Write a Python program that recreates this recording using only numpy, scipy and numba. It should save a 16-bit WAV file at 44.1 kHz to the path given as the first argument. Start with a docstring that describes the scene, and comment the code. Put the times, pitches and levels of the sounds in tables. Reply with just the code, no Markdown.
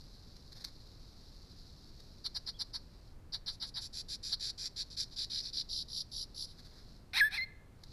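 """A lyrebird displays in a fern forest: short rattling chips, a train of longer rasps, then two harsh
squawks that each fall into a whistle. Its voice is a source and a filter: a membrane snaps unevenly
or locks into periodic vibration, and the resonances of the throat shape the spectrum.
Leaf litter crackles under its feet, insects buzz high over a low rumble of air,
and the ground and trunks return a thin echo."""
import sys
import numpy as np
from scipy import signal
from scipy.fft import rfft, irfft
from scipy.io import wavfile
from scipy.ndimage import uniform_filter1d
from numba import njit

SR = 44100
rng = np.random.default_rng(int(sys.argv[2]) if len(sys.argv) > 2 else 0)


def dump_mix(stems):
    """Bounce the given channels to the path in sys.argv[1] as a 16-bit WAV at rate SR."""
    frames = np.atleast_2d(stems).T  # one column per channel
    limited = np.clip(frames, -1, 1)  # hard clip at full scale
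    pcm = np.round(limited * 32767).astype(np.int16)
    wavfile.write(sys.argv[1], SR, pcm)


N = 349272
T = np.arange(N) / SR

# chips: start t/s, peak t/s, 20 dB fall t/s, ring f/Hz, voicing (used from 0.25 up), relative level/dB
CHIPS = [(2.24, 2.265, .014, 4320, 0.1, -35), (2.345, 2.368, 0.017, 4720, 0, -36.5),
         (2.465, 2.488, 0.022, 4480, 0.39, -37), (2.59, 2.617, .014, 4540, 0.1, -33.5),
         (2.734, 2.755, .026, 4650, 0.1, -38.5), (3.323, 3.348, 0.026, 4210, 0.41, -38),
         (3.462, 3.486, 0.038, 4140, 0.43, -37), (3.601, 3.631, 0.039, 4050, .35, -38),
         (3.742, 3.774, 0.039, 4130, 0.36, -38.5), (4.315, 4.336, 0.017, 4500, 0.43, -31.5)]
# rasps: start t/s, end t/s, mid-sweep resonance f/Hz, relative level/dB, crescendo/dB
RASPS = [(3.517, 3.559, 4600, -56, -2), (3.662, 3.7, 4690, -52.5, 5), (3.808, 3.875, 4830, -44.5, 0),
         (3.929, 4.017, 4750, -44, 8.5), (4.085, 4.159, 4660, -42, 5), (4.23, 4.33, 4800, -43, -5),
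         (4.398, 4.51, 4560, -39.5, 3.5), (4.579, 4.68, 4970, -41, 1), (4.762, 4.831, 4400, -40, 6.5),
         (4.903, 4.957, 4500, -51, -6), (4.968, 5.043, 4800, -38.5, -1), (5.111, 5.154, 4520, -54, -2),
         (5.161, 5.25, 4400, -39, 7.5), (5.299, 5.418, 4540, -39, 1.5), (5.423, 5.503, 4960, -43.5, -3),
         (5.529, 5.623, 4550, -38, 4), (5.69, 5.828, 4740, -38.5, 2), (5.88, 6.021, 4830, -41.5, 15.5),
         (6.115, 6.243, 4900, -41, 4.5), (6.346, 6.455, 5040, -42, 9.5), (6.458, 6.528, 4320, -57.5, 4)]
# side bands relative to each rasp: t/s, body level/dB, treble level/dB, sheen level/dB
RASP_BANDS = [(3.6, -21.5, -10, -13), (4.7, -18, -13.5, -23), (5.0, -21.5, -15, -21.5),
              (5.55, -22.5, -23, -25), (5.75, -48, -21, -21), (6.4, -49, -18.5, -15.5)]
# sudden pushes within the rasps: t/s, added level/dB
ACCENTS = [(4.661, 5.5), (5.004, 5.5), (5.192, 3)]
# squawks: start t/s, loudest t/s, end t/s, pitch when loudest f/Hz, level/dB
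SQUAWKS = [(7.132, 7.176, 7.213, 972, -27.5), (7.307, 7.345, 7.39, 848, -37)]
# aperiodic share of a squawk's power: at its start, when loudest, at its end
SQUAWK_CHAOS = [.5, .28, .95]
# whistles: start t/s, end t/s, settled f/Hz, level/dB, decay/(dB/s), relative second harmonic level/dB
WHISTLES = [(7.196, 7.295, 1745, -21.5, 185.5, -21.5), (7.368, 7.453, 2115, -35, 77, -4)]
# upper harmonics of a whistle: harmonic number, relative level/dB
OVERTONES = [(3, -32.5), (5, -28.5), (6, -40), (7, -24.5), (8, -39)]

# pass bands of the chips and rasps: f/Hz, relative level/dB
CORE = [(2700, -27.5), (3050, -11), (3400, -10.5), (3650, -2.5), (3950, 0.5), (4400, 0), (4950, 0.5),
        (5300, -3), (5800, -3.5), (6100, -32), (6800, -45.5)]
BODY = [(450, -37), (750, 6.5), (1000, 2.5), (1250, 1.5), (1650, 6), (2300, -1), (2800, -16), (3600, 2)]  # low band of the chips, also of the litter
RASP_BODY = [(700, -19), (1150, -15), (1600, 6), (2200, 2.5), (2550, 6.5), (2850, -44), (3600, 7.5)]
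TREBLE = [(5000, 2), (6200, 2), (6700, -4), (7500, 4), (7900, -12), (9200, -10.5), (12000, -32),
          (15000, -24.5)]
SHEEN = [(9300, -57), (9900, -4), (10400, 5.5), (11200, 8), (11600, -18.5), (13500, -19), (15000, -65)]
# formants of the open throat, and its crisp top band: f/Hz, relative level/dB
THROAT = [(560, -31.5), (720, -14), (880, -16.5), (1150, -16), (1750, -5.5), (2250, -2), (2570, -2),
          (2850, -18), (3250, -11), (3880, -1.5), (4350, -2.5), (4700, -16.5), (5150, -7.5), (5900, -19.5),
          (6800, -36)]
THROAT_TOP = [(6000, -21), (7700, -7), (8700, 2.5), (9700, 0), (11000, 4), (12500, -4), (15000, -10)]

# crackles underfoot: t/s, half width t/s, level/dB
CRACKLES = [(.368, 0.0053, -54), (0.527, 0.0087, -51.5), (.572, 0.024, -55.5), (.615, 0.022, -54),
            (.647, 0.0071, -37.5), (.675, .028, -57), (2.003, 0.0066, -54), (6.597, 0.018, -56),
            (6.661, 0.023, -59), (6.77, 0.095, -63.5), (7.839, 0.0039, -45)]
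# spectrum of dry leaves: f/Hz, relative level/dB
LEAVES = [(2800, -25.5), (3500, -2.5), (4100, 11), (5000, 9), (6200, -4.5), (9000, -17.5), (11000, -8.5),
          (12500, -17), (15000, -21)]
# reflections from the ground and near trunks: delay t/s, level/dB relative to the direct sound
REFLECTIONS = [(.00085, -24.5), (.0037, -22.5), (.0066, -13), (0.011, -15.5)]
# envelope of the insect buzz: t/s, level/dB
BUZZ_LEVEL = [(0, -63), (.45, -64), (1.75, -62.5), (3.11, -70.5), (3.18, -83.5), (5.2, -64), (6.28, -71.5),
              (6.55, -65.5), (6.96, -65.5), (7.03, -76), (7.6, -102.5), (7.92, -62.5)]
# spectra of the insects and of still forest air: f/Hz, relative level/dB
BUZZ = [(3000, -18.5), (3600, -5.5), (4050, 4), (4700, 3.5), (5400, -1), (6200, -10.5), (7600, -17.5),
        (9300, -30.5), (11000, -16), (12500, -23.5), (15000, -34.5)]
FOREST_AIR = [(12, 1), (28, 1.5), (55, -4.5), (110, -8), (200, -14.5), (350, -20.5), (700, -28),
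              (1400, -33.5), (2800, -41), (6000, -46), (10000, -48), (15000, -53)]


def chips():
    """Impulse excitation: a rattle rings the throat, whose resonance dips as an undertone arches up."""
    attack_s, body_db = .0057, -54
    notes, undertone, arches, ring, openings, crisp = [], 0, 0, 0, 0, 0
    waver = 1 + .012 * walk(500)
    for start, peak, fall, ring_hz, voicing, db in CHIPS:
        gate = ramp(T - start + attack_s / 2, attack_s)
        shape = gate * swell(peak, rise=.027, fall=fall, shape=1.65)
        envelope = undb(db) * shape
        arch = np.clip(1 - ((T - peak) / .028) ** 2, 0, 1)
        hz = ring_hz * (1 + .19 * (1 - arch ** 2))
        voicing = np.clip(voicing, .25, .9)
        noisy_db = 20 * np.log10(1 - voicing)  # voicing weakens the noise bands
        # the low body does not follow the chip's level; the upper bands do
        notes.append((envelope, hz, body_db - db + noisy_db, noisy_db - 22.5, noisy_db - 21))
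        crisp += envelope * undb(noisy_db - 23.5)
        ring += envelope * voicing * np.sin(phase_of(hz * waver))
        undertone += shape * undb(body_db + .5) * np.sqrt(voicing)
        arches += arch
        # a thin, narrow-band rattle leads up to the peak
        openings += gate * ramp(peak - T, .011) * (voicing / .42) ** 2
    source, thin = (rattle(rate=800, jitter=.35, scatter_db=1.8, hiss=.6) for _ in range(2))
    hum = colour(pulses(270 + 68 * arches, rough=.008), BODY)
    thin = colour(resonance(thin, np.full(N, 4860.), width_hz=640.), CORE)
    main = undb(1.04) * (shape_notes(source, notes, sweep=.93, width_hz=1070., body=BODY) + ring)
    return main + undertone * hum + crisp * colour(source, THROAT_TOP) + undb(-44.5) * openings * thin


def rasps():
    """Modulation of a rattle: each beat of a flutter swings its level and sweeps the resonance upwards."""
    attack_s, release_s, flutter_hz = .0054, .004, 68
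    band_times, *bands = np.transpose(RASP_BANDS)
    notes, crisp = [], 0
    for start, end, ring_hz, db, crescendo_db in RASPS:
        gate = np.clip(np.minimum((T - start) / attack_s, (end - T) / release_s) + .6, 0, 1)
        place = ramp(T - start, end - start) - .5
        arch_db = -6 * (2 * place) ** 2
        envelope = gate * undb(db + crescendo_db * place + arch_db)
        body_db, treble_db, sheen_db = (np.interp((start + end) / 2, band_times, b) for b in bands)
        notes.append((envelope, ring_hz, body_db, treble_db, sheen_db))
        crisp += envelope * undb(sheen_db - 11)
    beats = np.cumsum(flutter_hz * (1 + .06 * walk(25))) / SR
    depth = np.interp(T, [4.6, 5.6], [.45, 1])  # the flutter deepens along the train
    source = rattle(rate=760, jitter=.3, scatter_db=1.1, hiss=.6)
    source *= undb(1.4 * depth * np.sin(2 * np.pi * beats))
    sweep = 1 + .36 * depth * (beats % 1 - .45) + .04 * walk(90)
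    accent_db = sum(db * np.exp(-((T - s) / .009) ** 2) for s, db in ACCENTS)
    main = shape_notes(source, notes, sweep, width_hz=1060., body=RASP_BODY)
    return undb(.83 + accent_db) * (main + crisp * colour(source, THROAT_TOP))


def squawk(start, loudest, end, loudest_hz, db):
    """Nonlinear vibration: a rising tone, partly broken into chaos, excites the open throat's formants."""
    start_hz, attack_s, release_s = 696, .0027, .009
    chaos = rattle(rate=1300, jitter=.35, scatter_db=1.5, hiss=.7)
    climb = np.clip((T - start) / (loudest - start), 0, 1.3)
    tone = pulses(start_hz + (loudest_hz - start_hz) * climb, rough=.024)
    stages = [start, loudest, end]
    share = np.interp(T, stages, SQUAWK_CHAOS)
    gate = ramp(T - start, attack_s) * ramp(end - T, release_s)
    envelope = gate * undb(db + np.interp(T, stages, [-15, 0, -9.5]))
    throat = np.sqrt(1 - share) * colour(tone, THROAT) + np.sqrt(share) * colour(chaos, THROAT)
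    return (throat + undb(-19) * colour(chaos, THROAT_TOP)) * envelope


def whistle(start, end, settled_hz, db, fade_db_per_s, second_db):
    """Periodic oscillation: the membrane locks into a clear tone that swoops down, sags and settles."""
    swoop_hz, sag_hz = 2530, 94.8
    attack_s, swell_s, release_s = .0033, .018, .016
    age = np.clip(T - start, 0, end - start)
    swoop = np.exp(-(age / .009) ** 2)
    sag = np.exp(-((age - .03) / .015) ** 2)
    grown = ramp(age, swell_s)
    hz = (settled_hz + (swoop_hz - settled_hz) * swoop) * (1 + .00206 * walk(300))
    phase = phase_of(hz - sag_hz * sag)
    upper_phase = phase_of(hz - .25 * sag_hz * sag)  # the overtones hardly sag
    second = undb(second_db * (1 - swoop) - 12 * swoop - 9.5 * sag)
    tone = np.sin(phase) + second * np.sin(2 * phase)
    drive = undb(.7 * (db + 22))  # a note driven harder is brighter
    for harmonic, overtone_db in OVERTONES:
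        tone += drive * grown ** 2 * undb(overtone_db) * np.sin(harmonic * upper_phase)
    gate = ramp(age, attack_s) * ramp(end - T, release_s)
    level_db = db - 8 * (1 - grown) - fade_db_per_s * np.maximum(age - swell_s, 0)
    hiss = undb(-56.5) * colour(rng.standard_normal(N), THROAT)
    return gate * (np.sqrt(2) * tone * undb(level_db + .5 * walk(180)) + hiss)


def peep(middle_s=2.558, half_s=.021, top_hz=3400, db=-61.5):
    """Frequency modulation: one faint pure tone arches up and down between the chips."""
    hz = top_hz - 350 * np.minimum(((T - middle_s) / half_s) ** 2, 2)
    envelope = undb(db) * swell(middle_s, half_s, half_s, shape=4)
    return envelope * np.sqrt(2) * np.sin(phase_of(hz))


def rattle(rate, jitter, scatter_db, hiss):
    """Aperiodic excitation: uneven snaps, about rate a second, each with a decaying puff of turbulence."""
    chance = rng.standard_normal((N // 8, 2))
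    at = np.cumsum(SR / rate * np.exp(jitter * chance[:, 0])).astype(int)
    snaps = np.bincount(at[at < N], undb(scatter_db * chance[at < N, 1]), N)
    puffs = signal.lfilter([1], [1, -np.exp(-rate / SR)], snaps) * rng.standard_normal(N)
    return unit(unit(snaps) + hiss * unit(puffs))


def pulses(hz, rough):
    """Periodic excitation: nine equal harmonics of a trembling fundamental add up to a pulse train."""
    phase = phase_of(hz * (1 + rough * walk(400)))
    return unit(sum(np.cos(k * phase) for k in range(1, 10)))


def shape_notes(source, notes, sweep, width_hz, body):
    """Source-filter principle: a moving throat resonance with fixed body and treble bands shapes each note.
    Apart from that, a thin high sheen near 11 kHz sounds along with each note."""
    envelopes, pitches, *band_levels = zip(*notes)
    envelope = sum(envelopes)
    ring_hz = sum(e * hz for e, hz in zip(envelopes, pitches)) / np.maximum(envelope, 1e-12)
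    centre_hz = np.clip(np.where(envelope > 1e-9, ring_hz, 4500) * sweep, 3000, 7000)
    out = colour(resonance(source, centre_hz, width_hz), CORE) * envelope
    for band, levels in zip((body, TREBLE, SHEEN), band_levels):
        out += colour(source, band) * sum(e * undb(db) for e, db in zip(envelopes, levels))
    return out


@njit
def resonance(x, hz, width_hz):
    """Damped resonator: a state-variable band-pass with gain 1 at its moving centre."""
    out, band_state, low_state = np.empty(len(x)), 0., 0.
    for i in range(len(x)):
        tuning, damping = np.tan(np.pi * hz[i] / SR), width_hz / hz[i]
        band = (band_state + tuning * (x[i] - low_state)) / (1 + tuning * (tuning + damping))
        band_state = 2 * band - band_state
        low_state += 2 * tuning * band
        out[i] = damping * band
    return out


def leaf_litter():
    """Impulsive noise: dry leaves and twigs crackle underfoot; longer scuffs have more low body."""
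    grains = rattle(rate=2000, jitter=.5, scatter_db=2.2, hiss=.5)
    crisp, dull = colour(grains, LEAVES), colour(grains, BODY)
    out = 0
    for s, half_s, db in CRACKLES:
        body_db = -12.5 + 1.5 * np.log2(half_s / .01)
        out += undb(db) * swell(s, half_s, half_s, shape=3) * (crisp + undb(body_db) * dull)
    return out


def early_reflections(x):
    """Interference: delayed copies from the ground and near trunks comb-filter the direct sound."""
    out = x + sum(undb(db) * np.interp(T - delay, T, x) for delay, db in REFLECTIONS)
    return out / np.sqrt(1 + sum(undb(db) ** 2 for _, db in REFLECTIONS))


def trunk_echo(x, t60, treble_hz, db):
    """Scattering: the trees return late, dull echoes that decay exponentially."""
    t = T[:SR]
    echoes = rng.standard_normal(SR) * undb(-60 * t / t60) * ramp(t - .008, .0075)
    echoes /= np.sqrt(np.sum(echoes ** 2))
    echoes = signal.sosfilt(signal.butter(1, treble_hz, fs=SR, output="sos"), echoes)
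    return undb(db) * signal.fftconvolve(x, echoes)[:N]


def insects():
    """Fusion of impulses: clicks too dense to hear singly merge into a high, grainy buzz."""
    grains = rattle(rate=2200, jitter=.6, scatter_db=2.2, hiss=.7)
    flicker = undb(.9 * walk(45))
    return colour(grains, BUZZ) * flicker * undb(np.interp(T, *np.transpose(BUZZ_LEVEL)))


def forest_air():
    """Broadband noise: the air's power lies at low frequencies and is heard as a rumble."""
    return undb(-54) * colour(rng.standard_normal(N), FOREST_AIR)


def colour(x, points):
    """Minimum-phase filtering through (f/Hz, level/dB) points; the result has rms 1."""
    hz, db = np.transpose(points)
    f = np.maximum(np.fft.rfftfreq(N, 1 / SR), 1)
    octaves_outside = np.maximum(np.log2(hz[0] / f), 0) + np.maximum(np.log2(f / hz[-1]), 0)
    gain_db = np.interp(np.log(f), np.log(hz), db) - 20 * octaves_outside
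    cepstrum = irfft(np.log(undb(np.maximum(gain_db, -90))), N)
    cepstrum[1:N // 2] *= 2  # folding the cepstrum makes the filter causal
    cepstrum[N // 2 + 1:] = 0
    return unit(irfft(rfft(x) * np.exp(rfft(cepstrum)), N))


def swell(peak_s, rise, fall, shape):
    """Burst envelope, 20 dB down at rise seconds before and fall seconds after its peak."""
    away = np.maximum((peak_s - T) / rise, (T - peak_s) / fall)
    out, near = np.zeros(N), away < 4
    out[near] = undb(-20 * away[near] ** shape)
    return out


def walk(rate):
    """Smooth random fluctuation with rms 1 and rate new values a second."""
    step = int(SR / rate)
    held = np.repeat(rng.standard_normal(N // step + 1), step)[:N]
    return unit(uniform_filter1d(held, step))


def ramp(seconds, length_s):
    """Linear rise from 0 to 1 over length_s."""
    return np.clip(seconds / length_s, 0, 1)


def phase_of(hz):
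    """Phase in radians is the time integral of angular frequency."""
    return 2 * np.pi * np.cumsum(hz) / SR


def undb(db):
    """Decibels to amplitude ratio."""
    return 10 ** (np.asarray(db) / 20)


def unit(x):
    """Normalisation to rms 1."""
    return x / np.sqrt(np.mean(x ** 2))


def scene():
    """Superposition: the bird, its echoes, the insects and the air add linearly."""
    clicking = early_reflections(chips() + rasps() + peep() + leaf_litter())
    calls = early_reflections(sum(squawk(*row) for row in SQUAWKS))
    calls += sum(whistle(*row) for row in WHISTLES)
    echo = trunk_echo(clicking, t60=.31, treble_hz=4900, db=-20.5)
    echo += trunk_echo(calls, t60=.69, treble_hz=2950, db=-19)  # loud calls carry further into the trees
    air = forest_air()
    return (clicking + calls + echo + insects() + air)[None]


def record(dry):
    """Band limiting: a steep elliptic low-pass removes the highest treble."""
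    return signal.sosfilt(signal.ellip(10, .2, 70, 14950, fs=SR, output="sos"), dry)


dry = scene()
out = record(dry)
dump_mix(out)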